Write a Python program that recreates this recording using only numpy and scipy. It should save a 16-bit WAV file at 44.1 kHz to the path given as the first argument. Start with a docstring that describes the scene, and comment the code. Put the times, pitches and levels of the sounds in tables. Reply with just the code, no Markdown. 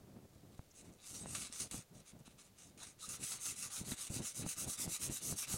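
"""A low rumble opens the scene in a quiet room as a working arm shifts and shakes the microphone.
Then wet abrasive paper rubs a painted metal rim lying on a towel: scattered strokes, then, from about
3 s, a fast back-and-forth. Grit scratches the paint in a dense hiss and sets the rim ringing faintly;
now and then the paper snags or squeaks. Dull bumps knock the microphone's housing, and in the
vigorous scrubbing every other stroke makes it rumble."""
import sys
import numpy as np
from scipy import signal
from scipy.fft import rfft, irfft, next_fast_len
from scipy.io import wavfile
from scipy.ndimage import uniform_filter1d

SR = 44100
rng = np.random.default_rng(int(sys.argv[2]) if len(sys.argv) > 2 else 0)


def file_out(sig):
    """Save sig as 16-bit WAV at sys.argv[1]."""
    # one column per channel
    cols = np.atleast_2d(sig).T
    # limit, then scale
    lim = np.clip(cols, -1, 1)
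    pcm = np.round(lim * 32767).astype(np.int16)
    wavfile.write(sys.argv[1], SR, pcm)


N = 245891
TIME = np.arange(N) / SR
HZ = np.maximum(np.fft.rfftfreq(next_fast_len(N + SR // 4, True), 1 / SR), 1)
FFT_SIZE = 2 * len(HZ) - 2
USUAL_PRESSURE_DB = -46


def from_db(db):
    """Decibels to gain."""
    return 10 ** (np.asarray(db) / 20)


def unit_rms(x):
    """Scale to an rms of 1."""
    return x / np.sqrt(np.mean(x ** 2) + 1e-20)


def eq_curve(points):
    """Gain at every frequency from a few (Hz, dB) points."""
    hz, db = np.transpose(points)
    return from_db(np.interp(np.log(HZ), np.log(hz), db))


def filtered(x, response):
    """Pass x through a frequency response."""
    return irfft(rfft(x, FFT_SIZE) * response)[:N]


def noise(response):
    """Coloured noise with an rms of 1."""
    return unit_rms(filtered(rng.standard_normal(N), response))


def decay(t60):
    """Ages and gains of a hard attack that falls 60 dB in t60 seconds."""
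    age = np.arange(int(1.2 * t60 * SR) + 2) / SR
    return age, from_db(-60 * age / t60)


def place(track, time, sound):
    """Lay a short sound into a track at a time in seconds."""
    part = track[max(int(time * SR), 0):][:len(sound)]
    part += sound[:len(part)]


# Shifts of the arm that shake the microphone: (start [s], end [s], level [dB])
ARM_SHIFTS = [(-.06, 0.291, -57), (0.271, 0.643, -61), (0.764, 0.982, -56.5), (1.087, 1.313, -52.5),
              (1.228, 1.482, -53.5), (1.594, 1.678, -49.5), (1.713, 1.82, -51), (1.895, 2.023, -56),
              (2.126, 2.228, -57), (2.244, 2.429, -65.5), (2.571, 2.946, -63.5), (3.07, 3.191, -57.5),
              (3.189, 3.253, -52), (3.308, 3.4, -61.5), (3.45, 3.561, -57), (3.559, 3.732, -61.5),
              (3.773, 3.884, -53), (3.857, 3.947, -47), (4.093, 4.205, -48.5)]


def arm_shake(tremble_db=-71.5, roundness=0.555, push_db=-44.5, swell_db=13, swell_s=0.1208,
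              attack_s=0.023, fall_db_per_s=394):
    """Rumble envelope: shifts swell and fade; a push builds until the arm stops, then dies away."""
    shake = np.full(N, from_db(tremble_db))
    for start, end, db in ARM_SHIFTS:
        progress = np.clip((TIME - start) / (end - start), 0, 1)
        shake = np.maximum(shake, from_db(db) * (4 * progress * (1 - progress)) ** roundness)
    for start, _ in pushes():
        age = np.maximum(TIME - start, 0)
        build_db = push_db - swell_db * np.maximum(1 - age / swell_s, 0)
        fall_db = fall_db_per_s * np.maximum(age - swell_s, 0)
        shake = np.maximum(shake, np.minimum(age / attack_s, 1) * from_db(build_db - fall_db))
    return shake


# Bass-heavy EQ of the microphone's housing: (frequency [Hz], gain [dB])
HOUSING_EQ = [(20, -30), (50, -6.5), (110, 1), (200, -1.5), (300, -6.5), (420, -11.5), (700, -16.5),
              (1200, -27), (3000, -40.5), (8000, -53)]


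def handling_rumble(trim_db=-1.5, slips_per_s=3200, lumpy_db=1.4845, lumpy_hz=28):
    """Many small, dull slips of the moving arm reach the microphone through its housing."""
    slips = rng.standard_normal(N) * (rng.random(N) < slips_per_s / SR)
    rumble = unit_rms(filtered(slips, eq_curve(HOUSING_EQ)))
    lumps = noise(1 / (1 + (HZ / lumpy_hz) ** 2))
    return arm_shake() * from_db(trim_db + lumpy_db * lumps) * rumble


# EQ of the room's background: (frequency [Hz], gain [dB])
ROOM_EQ = [(20, -6), (100, -3), (250, -10), (500, -8.5), (1000, -18), (2500, -21), (7000, -21),
           (15500, -25.5)]


def room_tone(level_db=-69.5):
    """The quiet room lays a dark, steady bed under everything."""
    return from_db(level_db) * noise(eq_curve(ROOM_EQ))


# EQ of a faint stereo hiss: (frequency [Hz], gain [dB])
WIDE_HISS_EQ = [(100, -21.5), (350, 7.5), (900, 4.5), (3000, -10), (9000, -8.5), (14000, 4.5)]


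def wide_hiss(level_db=-81):
    """A faint, wide hiss lies under everything."""
    return from_db(level_db) * np.array([noise(eq_curve(WIDE_HISS_EQ)) for _ in range(2)])


# Bright EQ of grit on paint: (frequency [Hz], gain [dB])
SCRATCH_EQ = [(400, -15), (800, -13), (1800, -10.5), (3200, -9), (4300, -7), (5400, -6.5), (6400, 0.5),
              (7700, -2.5), (8400, 0.5), (9700, -1.5), (11000, -8.5), (12000, -12), (13300, -19),
              (15800, -20.5)]
# Resonances of the metal rim: (frequency [Hz], width [Hz], gain re plain scratch [dB])
RIM_MODES = [(1227.8, 59.4, 3.5), (1337, 46.2, -1.5), (1476, 66, -2), (2222, 14.98, 7), (2362, 43, -9.5),
             (2505, 93, 0), (2656, 44, 5), (2835, 12, 3), (3517, 43, -2), (3895, 233, -1.5),
             (5180, 29.28, -8), (5683, 69, 0.5)]


def rim_response(echoes=8, echo_db=-20.0, spread_s=.012):
    """Scratch colour, the rim's ring and early reflections from the hand and a tray close by."""
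    modes = 1 + sum(from_db(db) / (1 + 2j * (HZ - hz) / width) for hz, width, db in RIM_MODES)
    polarities = rng.choice([-1, 1], size=echoes)
    delays = (rng.uniform(.1, 1, size=echoes) * spread_s * SR).astype(int)
    paths = np.zeros(N)
    paths[0] = 1
    paths[delays] = from_db(echo_db) * polarities
    return eq_curve(SCRATCH_EQ) * modes * rfft(paths, FFT_SIZE)


def wet_film(x, patchy_db=2.0):
    """Fingers and the water film keep changing the damping, so narrow bands swell and fade."""
    bands = signal.stft(x, nperseg=512)[2]
    damping = uniform_filter1d(rng.standard_normal(bands.shape), size=5, axis=0)  # across frequency
    damping = uniform_filter1d(damping, size=14, axis=1)  # across time
    return signal.istft(bands * from_db(patchy_db * unit_rms(damping)))[1][:N]


def grit(per_s, response, rasp_hz=4700, sizzle_hz=10800):
    """Uneven grains scratch at random; returns low rasp, main hiss and top sizzle, each of rms 1."""
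    sizes = from_db(2.4 * np.minimum(rng.exponential(1, N), 4)) * rng.standard_normal(N)
    bites = rng.random(N) < per_s / SR
    grains = wet_film(sizes * bites / np.sqrt(per_s))
    above_rasp, above_hiss = (1 / (1 + (hz / HZ) ** 16) for hz in (rasp_hz, sizzle_hz))
    bands = (1 - above_rasp, above_rasp - above_hiss, above_hiss)
    return [unit_rms(filtered(grains, response * band)) for band in bands]


# The paper snags or lands on the rim; rows with a negative decay are silent:
# (time [s], level [dB], rasp re hiss [dB], 60 dB decay [s])
PAPER_SNAGS = [(.33, -63.5, -5, 0.58), (.515, -63.5, 0, 1.04), (.576, -58.5, 0, 0.06),
               (.921, -56, -15, 0.23), (1.14, -45.5, -9.5, 1.05), (1.3493, -29.5, 0.5, 0.0674),
               (1.415, -43, 0.5, 0.28), (1.5249, -37, -9.5, 0.1263), (1.6, -29.5, -12.5, 0.1623),
               (1.7117, -26, -5.5, 0.0378), (2.19, -51, -12.5, 0.08), (2.583, -49.5, -24.5, 0.154),
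               (2.776, -48.5, -5, .1), (3.015, -38, -12, -0.01), (3.09, -34, -32, 0.0754),
               (3.125, -26.5, -11, -0.0822), (3.229, -34.5, -4.5, 0.0551), (3.318, -34, -1.5, 0.0971),
               (3.455, -37, -6, 0.39), (3.625, -39, -8.5, 0.3234), (3.853, -41, -11.5, -0.07),
               (3.917, -38.5, 5.5, 0.06), (4.14, -36.5, -10, .2)]


def snags(scratches, trim_db=-14.0, sizzle_db=-18.0,
          release_delay_s=0.4, release_db=-36.5, release_rasp_db=-23.5, release_t60=0.0482):
    """A caught edge lets go in a burst of scratches; each push also cues one delayed release."""
    rasp, hiss, sizzle = scratches
    releases = [(start + release_delay_s, release_db, release_rasp_db, release_t60)
                for start, _ in pushes()]
    bright_gain, rasp_gain = np.zeros((2, N))
    for time, db, rasp_db, t60 in list(PAPER_SNAGS) + releases:
        burst = from_db(db + trim_db) * decay(t60)[1]
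        place(bright_gain, time, burst)
        place(rasp_gain, time, from_db(rasp_db) * burst)
    return bright_gain * (hiss + from_db(sizzle_db) * sizzle) + rasp_gain * rasp


def wall_reverb(x, wet_db=-12.5, t60=0.188, dull_hz=9000):
    """The walls return a short, faint tail with a softened top."""
    envelope = decay(t60)[1]
    tail = rng.standard_normal(N)[:len(envelope)] * envelope
    response = rfft(tail, FFT_SIZE) / np.sqrt(np.sum(tail ** 2))
    return from_db(wet_db) * filtered(x, response / (1 + 1j * HZ / dull_hz))


# Knocks on the microphone's housing: (time [s], level [dB], ring [Hz], click re ring [dB])
HOUSING_BUMPS = [(.593, -37.5, 113.5, -5), (1.259, -40.5, 204.4, 4), (1.499, -50.5, 257, -15),
                 (1.743, -36.5, 203, -5.5), (2.278, -49, 225, -1.5), (3.082, -46, 171, -17.5),
                 (3.813, -36.5, 191, -29.5), (3.92, -35, 242.4, -26.5), (4.102, -34.5, 114, -35),
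                 (4.164, -38.5, 224, -17), (4.463, -32, 174.6, -5), (4.676, -39, 227, -4.5),
                 (4.877, -33.5, 161, -8), (5.325, -36, 177.4, -2.5), (5.541, -32, 129.2, -9.5)]


def bumps(trim_db=2.5, ring_t60=0.0285, click_t60=0.0038, click_hz=750, lowpass_hz=1700):
    """Each bump gives a dull click and rocks the housing for a few cycles."""
    out = np.zeros(N)
    age, ring = decay(ring_t60)
    click_age, click = decay(click_t60)
    for time, db, hz, click_db in HOUSING_BUMPS:
        place(out, time, from_db(db) * ring * np.sin(2 * np.pi * hz * age))
        place(out, time, -from_db(db + click_db) * click * np.cos(2 * np.pi * click_hz * click_age))
    lowpass = signal.butter(2, lowpass_hz, fs=SR, output="sos")
    return from_db(trim_db) * signal.sosfilt(lowpass, out + 1e-18)


# The wet paper grips and sings: (midpoint [s], length [s], pitch [Hz], width [Hz], level [dB])
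PAPER_SQUEAKS = [(.714, .028, 6200, 1400, -63), (1.164, .086, 5730, 150, -54),
                 (1.222, .063, 8265, 350, -48.5), (1.297, 0.097, 8255, 350, -50.5),
                 (1.364, .072, 1330, 250, -63), (1.626, 0.075, 8850, 400, -50),
                 (2.829, 0.111, 3860, 450, -58), (2.83, 0.0696, 805, 350, -59),
                 (3.041, .045, 1245, 91, -51.5), (3.033, .106, 3887, 400, -55.5),
                 (3.497, 0.0406, 2660, 150, -51), (3.631, 0.0392, 2683, 150, -52.5),
                 (5.448, 0.0462, 2487, 300, -48.5)]


def squeaks(trim_db=-3.0):
    """Uneven stick and slip feeds one narrow resonance for a moment."""
    out = np.zeros(N)
    for middle, length, hz, width, db in PAPER_SQUEAKS:
        slips = rng.standard_normal(12000)
        swell = np.hanning(int(length * SR))
        resonance = signal.butter(2, [hz - width / 2, hz + width / 2], "band", fs=SR, output="sos")
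        squeak = unit_rms(signal.sosfilt(resonance, slips)[-len(swell):] * swell)
        place(out, middle - length / 2, from_db(db + trim_db) * squeak * np.sqrt(np.mean(swell ** 2)))
    return out


# Scattered strokes of the paper: (start [s], end [s], pressure [dB], pressure rise [dB], rasp [dB])
SINGLE_STROKES = [(0.735, 0.837, -60, 1, -11.5), (0.816, .91, -68, -1, -2), (0.991, 1.256, -51.5, 3.5, -10),
                  (1.258, 1.499, -49.5, 0, -6), (1.511, 1.676, -49.5, 3, -9), (1.707, 1.838, -50, -11, -6),
                  (1.926, 2.025, -63.5, 4, -5), (2.048, 2.128, -60, -2.5, -1),
                  (2.249, 2.288, -62.5, -1, -1), (2.284, 2.344, -69, -0.5, -1.5),
                  (2.372, 2.441, -62, 0.5, -4), (2.426, 2.495, -67.5, -3, -2.5),
                  (2.551, 2.726, -64.5, -5, -5), (2.775, 2.87, -54.5, 10, -3.5),
                  (2.843, 2.941, -60, -9.5, -1.5), (2.979, 3.095, -51, 7, -9.5)]


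def hand(resting_touch=0.21, usual_sizzle_db=-12, sizzle_slope=0.59):
    """Speed arcs through each stroke, the paper rests lightly between, and a firm touch sizzles."""
    speed, touch = np.zeros(N), np.full(N, resting_touch)
    pressure_points, rasp_points = [], []
    strokes = [(*stroke, 0) for stroke in SINGLE_STROKES] + scrub_strokes()
    for start, end, db, rise_db, rasp_db, ease_db in strokes:
        progress = (TIME - start) / (end - start)
        inside = (progress >= 0) & (progress < 1)
        speed[inside] = np.maximum(speed[inside], np.sin(np.pi * progress[inside]))
        touch[inside] = 1
        for share, ease in ((.2, .5), (.5, -.5), (.8, .5)):  # scrubbing eases off in mid-stroke
            point_db = db + rise_db * (share - .5) + ease_db * ease
            pressure_points.append((start + share * (end - start), point_db))
        rasp_points.append(((start + end) / 2, rasp_db))
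    pressure_db = np.interp(TIME, *np.transpose(sorted(pressure_points)))
    force = uniform_filter1d(touch, size=700) * from_db(pressure_db)
    sizzle_db = usual_sizzle_db + sizzle_slope * (pressure_db - USUAL_PRESSURE_DB)
    return speed, force, np.interp(TIME, *np.transpose(rasp_points)), sizzle_db


def judder(per_s=55, settle_s=0.0166):
    """The paper catches at random, biting at once and then easing: a modulator of rms 1."""
    catches = rng.uniform(0.17, 1, N) * (rng.random(N) < per_s / SR)
    bite = signal.lfilter([1], [1, -np.exp(-1 / (settle_s * SR))], catches + 1e-18)
    return unit_rms(bite - bite.mean())


def sanding(scratches, speed, force, rasp_db, sizzle_db, hiss_trim_db=-1.0, rasp_trim_db=-2.0,
            sizzle_trim_db=1.78, hiss_floor=0.053, judder_db=1.1657, rasp_judder_db=1.5847):
    """Faster paper sounds louder and brighter; the rasp lingers through the turns."""
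    rasp, hiss, sizzle = scratches
    rasp_gain = from_db(rasp_db + rasp_trim_db + rasp_judder_db * judder())
    rasp = rasp * rasp_gain * (0.348 + 0.5839 * speed ** 1.318)
    hiss = hiss * from_db(hiss_trim_db) * (hiss_floor + (1 - hiss_floor) * speed ** 1.134)
    sizzle = sizzle * from_db(sizzle_db + sizzle_trim_db) * (0.03207 + 0.975 * speed ** 1.58)
    return force * from_db(judder_db * judder()) * (rasp + hiss + sizzle)


# The hand turns round in the back-and-forth: (time [s])
SCRUB_TURNS = [3.077, 3.181, 3.39, 3.55, 3.692, 3.838, 3.959, 4.09, 4.211, 4.333, 4.443, 4.556, 4.662,
               4.768, 4.872, 4.987, 5.095, 5.204, 5.352, 5.464, 5.588]
# Effort behind the back-and-forth: (time [s], pressure [dB])
SCRUB_EFFORT = [(3.13, -46.5), (3.29, -45), (3.47, -44.5), (3.62, -47), (3.78, -44.5), (4.03, -46.5),
                (4.28, -46.5), (4.55, -43.5), (5.55, -42)]


def scrub_strokes(push_extra_db=1.0, rise_db=1.5, ease_db=0.63, usual_rasp_db=-8, rasp_slope=-0.547):
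    """One stroke from each turn to the next; the harder the hand presses, the less rasp in the mix."""
    strokes = []
    for start, end in zip(SCRUB_TURNS, SCRUB_TURNS[1:]):
        db = np.interp((start + end) / 2, *np.transpose(SCRUB_EFFORT))
        db += push_extra_db * ((start, end) in pushes())
        rasp_db = usual_rasp_db + rasp_slope * (db - USUAL_PRESSURE_DB)
        strokes.append((start, end, db, rise_db, rasp_db, ease_db))
    return strokes


def pushes(vigorous_from_s=4.0):
    """Once the scrubbing is vigorous, every other stroke is a push; returns their starts and ends."""
    turns = [time for time in SCRUB_TURNS if time > vigorous_from_s]
    return list(zip(turns[::2], turns[1::2]))


def scene():
    """Paper, reverb and handling noise sit in the centre over room tone and a trace of stereo hiss."""
    speed, force, rasp_db, sizzle_db = hand()
    # more grains bite when the paper moves faster and is pressed harder
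    grains_per_s = 24000 * (.3 + speed) * (.1 + np.sqrt(force / force.max()))
    scratches = grit(grains_per_s, rim_response())
    paper = sanding(scratches, speed, force, rasp_db, sizzle_db) + snags(scratches) + squeaks()
    bed = room_tone() + wide_hiss()
    return paper + wall_reverb(paper) + handling_rumble() + bumps() + bed


def record(dry):
    """A steep low-pass cuts the very top of the mix."""
    cutoff_hz = 15850
    return signal.sosfilt(signal.ellip(12, .1, 80, cutoff_hz, fs=SR, output="sos"), dry)


dry = scene()
out = record(dry)
file_out(out)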